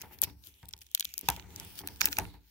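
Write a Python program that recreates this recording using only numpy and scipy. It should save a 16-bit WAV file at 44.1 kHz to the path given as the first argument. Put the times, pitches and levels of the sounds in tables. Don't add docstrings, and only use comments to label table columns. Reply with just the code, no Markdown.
import sys
import numpy as np
from scipy import signal
from scipy.io import wavfile
from scipy.ndimage import uniform_filter1d

SR = 44100
rng = np.random.default_rng(int(sys.argv[2]) if len(sys.argv) > 2 else 0)


def voltage_ratio(decibels):
    exponent = np.asarray(decibels, float) / 20
    return 10 ** exponent


def inscribe(sig):
    pcm = np.round(np.clip(np.atleast_2d(sig).T, -1, 1) * 32767)
    wavfile.write(sys.argv[1], SR, pcm.astype(np.int16))


N = 110250


def rms_one(x):
    return x / np.sqrt(np.mean(x ** 2) + 1e-20)


def in_time(rows):
    s, *columns = np.transpose(rows)
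    return [np.interp(np.arange(N) / SR, s, c) for c in columns]


def drift(rate_hz):
    r = np.exp(-80 * np.pi * rate_hz / SR)
    noise = rng.standard_normal(N // 40 + 2002)
    slow = signal.lfilter([1], [1, -2 * r, r * r], noise)[2000:]
    return np.interp(np.arange(N) / 40, np.arange(len(slow)), rms_one(slow))


def ring(x, hz, t60_s):
    r, w = voltage_ratio(-60 / (t60_s * SR)), 2 * np.pi * hz / SR
    return signal.lfilter([0, np.sin(w)], [1, -2 * r * np.cos(w), r * r], x + 1e-18)


def port_db(hz):
    # pitch_hz, left_db, right_db (per Hz)
    port_colour = [(447, -1, -12.5), (1030, -17, -12), (2160, -4, 3.5), (3640, -1.5, 4.5), (6800, 0, -1),
                   (8100, -4.5, -8.5), (11820, 1, -11), (15500, 7, -3.5)]
    at_hz, *ports = np.transpose(port_colour)
    return np.array([np.interp(np.log(hz), np.log(at_hz), p) for p in ports])


def squeak():
    # start_s, pitch_hz, level_db
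    glide = [
        (.31, 2650, -100),
        (.35, 2800, -85),
        (.44, 2920, -81),
        (.57, 2820, -80),
        (.63, 2700, -96),
    ]
    harmonics_db = [-8, 0, -3, 2, -6]
    hz, db = in_time(glide)
    turns = np.cumsum(hz * (1 + .003 * drift(60))) / SR
    tone = sum(voltage_ratio(d) * np.sin(2 * np.pi * k * turns) for k, d in enumerate(harmonics_db, start=1))
    return voltage_ratio(db + 3.0 * drift(15)) * tone * voltage_ratio(np.c_[[3.0, -9.0]])


def scrape():
    # centre_s, half_length_s, pitch_hz, t60_s, level_db
    ridge = (2.036, .013, 5450, .005, -36)
    s, half, hz, t60_s, db = ridge
    noise = rms_one(ring(rng.standard_normal((2, N)), hz, t60_s))
    swell = np.exp(-((np.arange(N) / SR - s) / half) ** 4)
    return voltage_ratio(db + np.c_[[-4.0, 3.0]]) * noise * swell


def sliding(slide_db):
    # centre_s, half_length_s, level_db
    scuffs = [(0.136, 0.018, -53), (0.238, 0.012, -35.5), (0.284, 0.041, -57.5), (0.47, 0.031, -56.5),
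              (0.82, 0.007, -53.5), (1.308, 0.091, -50.5), (1.79, 0.017, -46), (2.02, 0.012, -41),
              (2.067, 0.022, -38.5), (2.125, 0.012, -38.5), (2.346, 0.023, -70.5)]
    patchy_db, grain_db = 4, 1.5
    t, level = np.arange(N) / SR, voltage_ratio(slide_db)
    for s, half, db in scuffs:
        level = level + voltage_ratio(db) * np.exp(-((t - s) / half) ** 2)
    out, together = 0, drift(20)
    edges_hz = 450 * 2 ** np.arange(0, 5.4, 1 / 3)
    white = rng.standard_normal((2, 2, N)) * voltage_ratio(grain_db * drift(150))
    for k, (low, high) in enumerate(zip(edges_hz, edges_hz[1:])):
        db = np.c_[port_db(np.sqrt(low * high))]
        band_filter = signal.butter(2, [low, high], "band", fs=SR, output="sos")
        band = signal.sosfilt(band_filter, white[k % 2])
        out = out + voltage_ratio(db + patchy_db * (0.2 * together + drift(2.5))) * band
    top = signal.cheby2(16, 50, 16200, fs=SR, output="sos")
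    return level * rms_one(signal.sosfilt(top, out))


def table_top(drag_db):
    # start_s, level_db, middle_modes_db, upper_modes_db (hardness)
    knocks = [(.036, -59, 9, 25.5), (.11, -63.5, 6, 22.5), (.228, -42.5, 1, 9.5), (.272, -42.5, -5, 5),
              (.298, -49.5, -0.5, -18), (.472, -58.5, -1, -26), (.63, -45, -8, 7), (.738, -55, -3.5, 7.5),
              (1.051, -52.5, -6.5, -22), (1.231, -44.5, 4, -0.5), (1.2859, -32.5, -5.5, 21),
              (1.372, -48.5, 0, 16), (1.44, -54, -19, 10), (1.61, -49, -22, 4), (1.649, -59.5, -11, -31),
              (1.805, -47, 2, 9.5), (1.836, -52, 13, 15.5), (1.885, -60.5, 5, 18), (2.012, -48, 3, 19),
              (2.042, -47, 5, 15), (2.081, -47, 9, 15), (2.184, -35.5, 3.5, 19.5), (2.341, -51, 0, 11)]
    # pitch_hz, level_db, t60_s
    modes = [(54, -17.5, 1), (68, -6.5, 0.46), (92.9, -3, 0.076), (175.8, -9.5, .2), (244, -10.5, 0.032),
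             (291, -11, 0.17), (378, -10.5, 0.078), (463.4, -17.5, 0.082), (789, -17, 0.022),
             (862.5, -14.5, 0.033), (927, -16, .04), (1650, -13, 0.0019), (2124, -17.5, 0.0074)]
    middle_from_hz, upper_from_hz = 220, 550
    drag_lumpy_db, shudder_db, shudder_t60_s = 3, -7.5, 0.43
    s, db, middle_db, hard_db = np.transpose(knocks)
    out, lumps = np.zeros((2, N)), voltage_ratio(drag_db + drag_lumpy_db * drift(3.15))
    for hz, level_db, t60_s in modes:
        luck = rng.standard_normal((len(s), 2))
        knock_db = db + 0.44 * luck[:, 0]
        knock_db = knock_db + (middle_from_hz < hz < upper_from_hz) * middle_db
        knock_db = knock_db + (hz > upper_from_hz) * hard_db
        clicks = np.zeros(N)
        clicks[(s * SR).astype(int)] = voltage_ratio(knock_db) * np.sign(luck[:, 1])
        fade_s = shudder_t60_s * (70 / hz) ** 0.45
        shudder = signal.lfilter([1], [1, -voltage_ratio(-60 / SR / fade_s)], np.abs(clicks) + 1e-18)
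        rub = lumps * voltage_ratio(-8.5) + voltage_ratio(shudder_db) * shudder
        mid, side = rng.standard_normal((2, N)) * rub / np.sqrt(t60_s * SR / 14)
        middle = ring(clicks + mid, hz, t60_s)
        spread = 0.44 * ring(side + clicks * 0.21, hz, t60_s) * [[1], [-1]]
        out += voltage_ratio(level_db) * (middle + spread)
    return out


def ticks():
    # start_s, thin_edges_db, upper_shell_db, lower_shell_db, hollow_body_db
    press_ticks = [(.0099, -68, -40, -60, -45), (.017, -34.5, -34.5, -47, -46),
                   (.021, -39, -41, -43.5, -39), (0.1884, -46.5, -45, -45, -50),
                   (0.2185, -11.5, -31, -34.5, -48), (0.2265, -33, -40, -36, -50),
                   (0.2351, -30.5, -21.5, -35, -36.5), (0.2389, -14, -24.5, -23.5, -39.5),
                   (0.2452, -31, -41, -33.5, -43), (.299, -53, -70, -49.5, -51),
                   (0.4392, -68, -51, -46, -58.5), (0.4718, -37.5, -49, -44.5, -73),
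                   (0.541, -64, -58, -53, -74)]
    creak_ticks = [(.63, -54, -55, -51, -56), (0.6562, -48, -55, -52, -68), (0.6862, -42.5, -54, -53, -61),
                   (0.6899, -34.5, -49, -47.5, -59), (.71, -52, -50, -56, -56),
                   (0.7296, -47, -52, -70, -80), (0.737, -43, -31, -29, -44), (0.7663, -52, -59, -55, -69),
                   (0.7783, -50, -55, -62, -64), (0.7898, -50, -54, -54, -70), (0.8095, -47, -58, -59, -74),
                   (0.8176, -52, -41, -45.5, -50.5), (.834, -53, -63, -62, -68), (.845, -70, -65, -64, -67),
                   (.867, -51, -49, -52, -62), (0.889, -71, -62, -60, -73), (.9155, -44.5, -48.5, -53, -66),
                   (0.9262, -61, -62, -69, -73)]
    ratchet_ticks = [(0.9494, -12.5, -19.5, -17.5, -38), (0.9565, -54, -52, -47, -55),
                     (.976, -47, -46, -35, -37.5), (0.9795, -38, -52, -50, -62),
                     (0.9975, -21.5, -22.5, -29, -44.5), (1.0078, -20.5, -28.5, -20.5, -37.5),
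                     (1.0263, -49, -41, -31, -39.5), (1.0453, -44, -48, -50, -63),
                     (1.048, -26, -44, -37, -45), (1.0528, -27.5, -28.5, -26, -38),
                     (1.091, -56, -48, -48, -64), (1.14, -31, -33, -41.5, -48),
                     (1.1801, -23, -26, -38, -44), (1.192, -28, -42, -44, -60),
                     (1.2119, -31, -42.5, -50, -53), (1.2774, -56, -49, -54, -63),
                     (1.2877, -14.5, -17, -19.5, -17.5), (1.3017, -17.5, -28, -28, -39.5),
                     (1.3641, -37, -40.5, -38.5, -43), (1.397, -60, -43, -39.5, -39),
                     (1.425, -66, -66, -50, -48), (1.5055, -51, -54, -52, -56),
                     (1.5616, -33.5, -31, -44, -51), (1.5994, -32.5, -33.5, -41, -42.5),
                     (1.6494, -39, -54, -66, -63)]
    turn_ticks = [(1.7558, -43, -48, -47, -66), (1.7906, -32, -35.5, -33.5, -41),
                  (1.816, -60, -45, -46, -55), (1.863, -60, -61, -49, -54),
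                  (1.8747, -24, -34, -31.5, -35.5), (1.8867, -41, -41.5, -35.5, -40.5),
                  (1.9605, -44.5, -48.5, -47.5, -50.5), (2.0062, -34.5, -38, -31, -33),
                  (2.0103, -20.5, -16, -28, -21), (2.0155, -18.5, -16, -15.5, -12.5),
                  (2.044, -40.5, -40, -43, -27), (2.0569, -7.5, -17.5, -23, -28),
                  (2.062, -33.5, -30, -38, -36.5), (2.0727, -42, -39, -41, -25),
                  (2.087, -42, -35, -34, -35), (2.1291, -38, -24, -23, -26), (2.1693, -38, -31, -31, -29),
                  (2.1869, -14, -21.5, -33, -17), (2.198, -38.5, -35, -36, -40),
                  (2.2536, -58.5, -54, -49, -36.5)]
    # lowest_mode_hz, highest_mode_hz, t60_s, left_db, right_db
    parts = [
        (7600, 16400, .0035, 5, -7),
        (4700, 7400, .005, -2, 2),
        (3000, 4600, .005, -2, 2),
        (1250, 3000, .009, -4, 3),
    ]
    # pitch_hz, width_hz, level_db
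    crowds = [(1598, 200, -2.5), (2503, 234, 3.5), (3722, 310, -6.5), (5400, 610, 1), (6530, 530, 2),
              (8060, 360, -3.5), (9420, 230, -10.5), (10870, 560, -4), (12300, 440, 8), (14360, 490, 2.5),
              (15020, 570, -5.5)]
    # start_s, right_port_lag_s, left_minus_right_db
    place = [
        (.2, 0.00091, 1),
        (0.699, 0.00038, -0.5),
        (1.3, 0.00031, -1.0),
        (1.7, .0002, -1),
        (2.2, 0.00016, -2.5),
    ]
    between_crowds_db, uneven_db, rise_s = -7, 3.0, .0004
    tail_db, tail_t60_s = -36, 0.06
    out, t = np.zeros((2, N + SR)), np.arange(-100, 800) / SR
    late, fade = np.maximum(t, 0), np.hanning(1800)[900:]
    rise = 1 / (1 + np.exp(-t / rise_s)) ** 2
    at, lag, pan_db = np.transpose(place)
    centre, width, crowd_db = np.transpose(crowds)
    for s, *levels in press_ticks + creak_ticks + ratchet_ticks + turn_ticks:
        lag_s, left_db = np.interp(s, at, lag), np.interp(s, at, pan_db)
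        for db, (low, high, t60_s, *gain_db) in zip(levels, parts):
            size, phase, turn = rng.standard_normal((3, 14, 1))
            hz = low + (high - low) * (np.arange(14) + rng.random(14))[:, None] / 14
            bumps = voltage_ratio(crowd_db) * np.exp(-((hz - centre) / width) ** 2)
            colour = voltage_ratio(between_crowds_db) + np.sum(bumps, axis=1, keepdims=True)
            flutter = rms_one(uniform_filter1d(rng.standard_normal((2, len(t))), size=30))
            tail = flutter * voltage_ratio(tail_db - 60 * late / tail_t60_s)
            shape = fade * rise * (voltage_ratio(-60 * late / t60_s) + tail)
            shade_db = (high > 1e4) * np.diff(port_db(hz), axis=0)[0]
            for ch in (0, 1):
                sines = np.sin(2 * np.pi * hz * t + 1.3 * phase + ch * turn)
                tones = colour * voltage_ratio(uneven_db * size + ch * shade_db) * sines
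                wave = shape[ch] * tones.sum(axis=0)
                wave /= np.sqrt(uniform_filter1d(wave ** 2, size=22).max() * 2)
                i = int((s + t[0] - rise_s + (ch - .5) * lag_s) * SR)
                out[ch, i:i + len(t)] += voltage_ratio(db + gain_db[ch] + (1.0 - ch) * left_db) * wave
    return out[:, :N]


def scene():
    # start_s, fingers_on_shell_db, figure_dragging_on_table_db
    handling = [(0, -59, -47.5), (.17, -67, -50.5), (.33, -73, -63), (.6, -66, -64), (.75, -73.5, -58.5),
                (.9, -69.5, -64), (1.08, -54.5, -68.5), (1.2, -70.5, -54.5), (1.45, -65.5, -46.5),
                (1.6, -50.5, -46), (1.78, -56, -51.5), (1.84, -61, -53.5), (1.91, -54.5, -47.5),
                (1.98, -57.5, -49.5), (2.11, -59, -58.5), (2.2, -50.5, -33), (2.38, -73, -56.5),
                (2.5, -68, -68)]
    slide_db, drag_db = in_time(handling)
    return squeak() + scrape() + sliding(slide_db) + table_top(drag_db) + ticks()


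def low_pass(x):
    return signal.sosfilt(signal.butter(12, 17660, fs=SR, output="sos"), x)


def record(dry):
    x = signal.sosfilt(signal.butter(4, 45, "high", fs=SR, output="sos"), dry)
    x = signal.sosfilt(signal.cheby2(12, 60, 17800, fs=SR, output="sos"), x)
    return low_pass(x)


dry = scene()
out = record(dry)
inscribe(out)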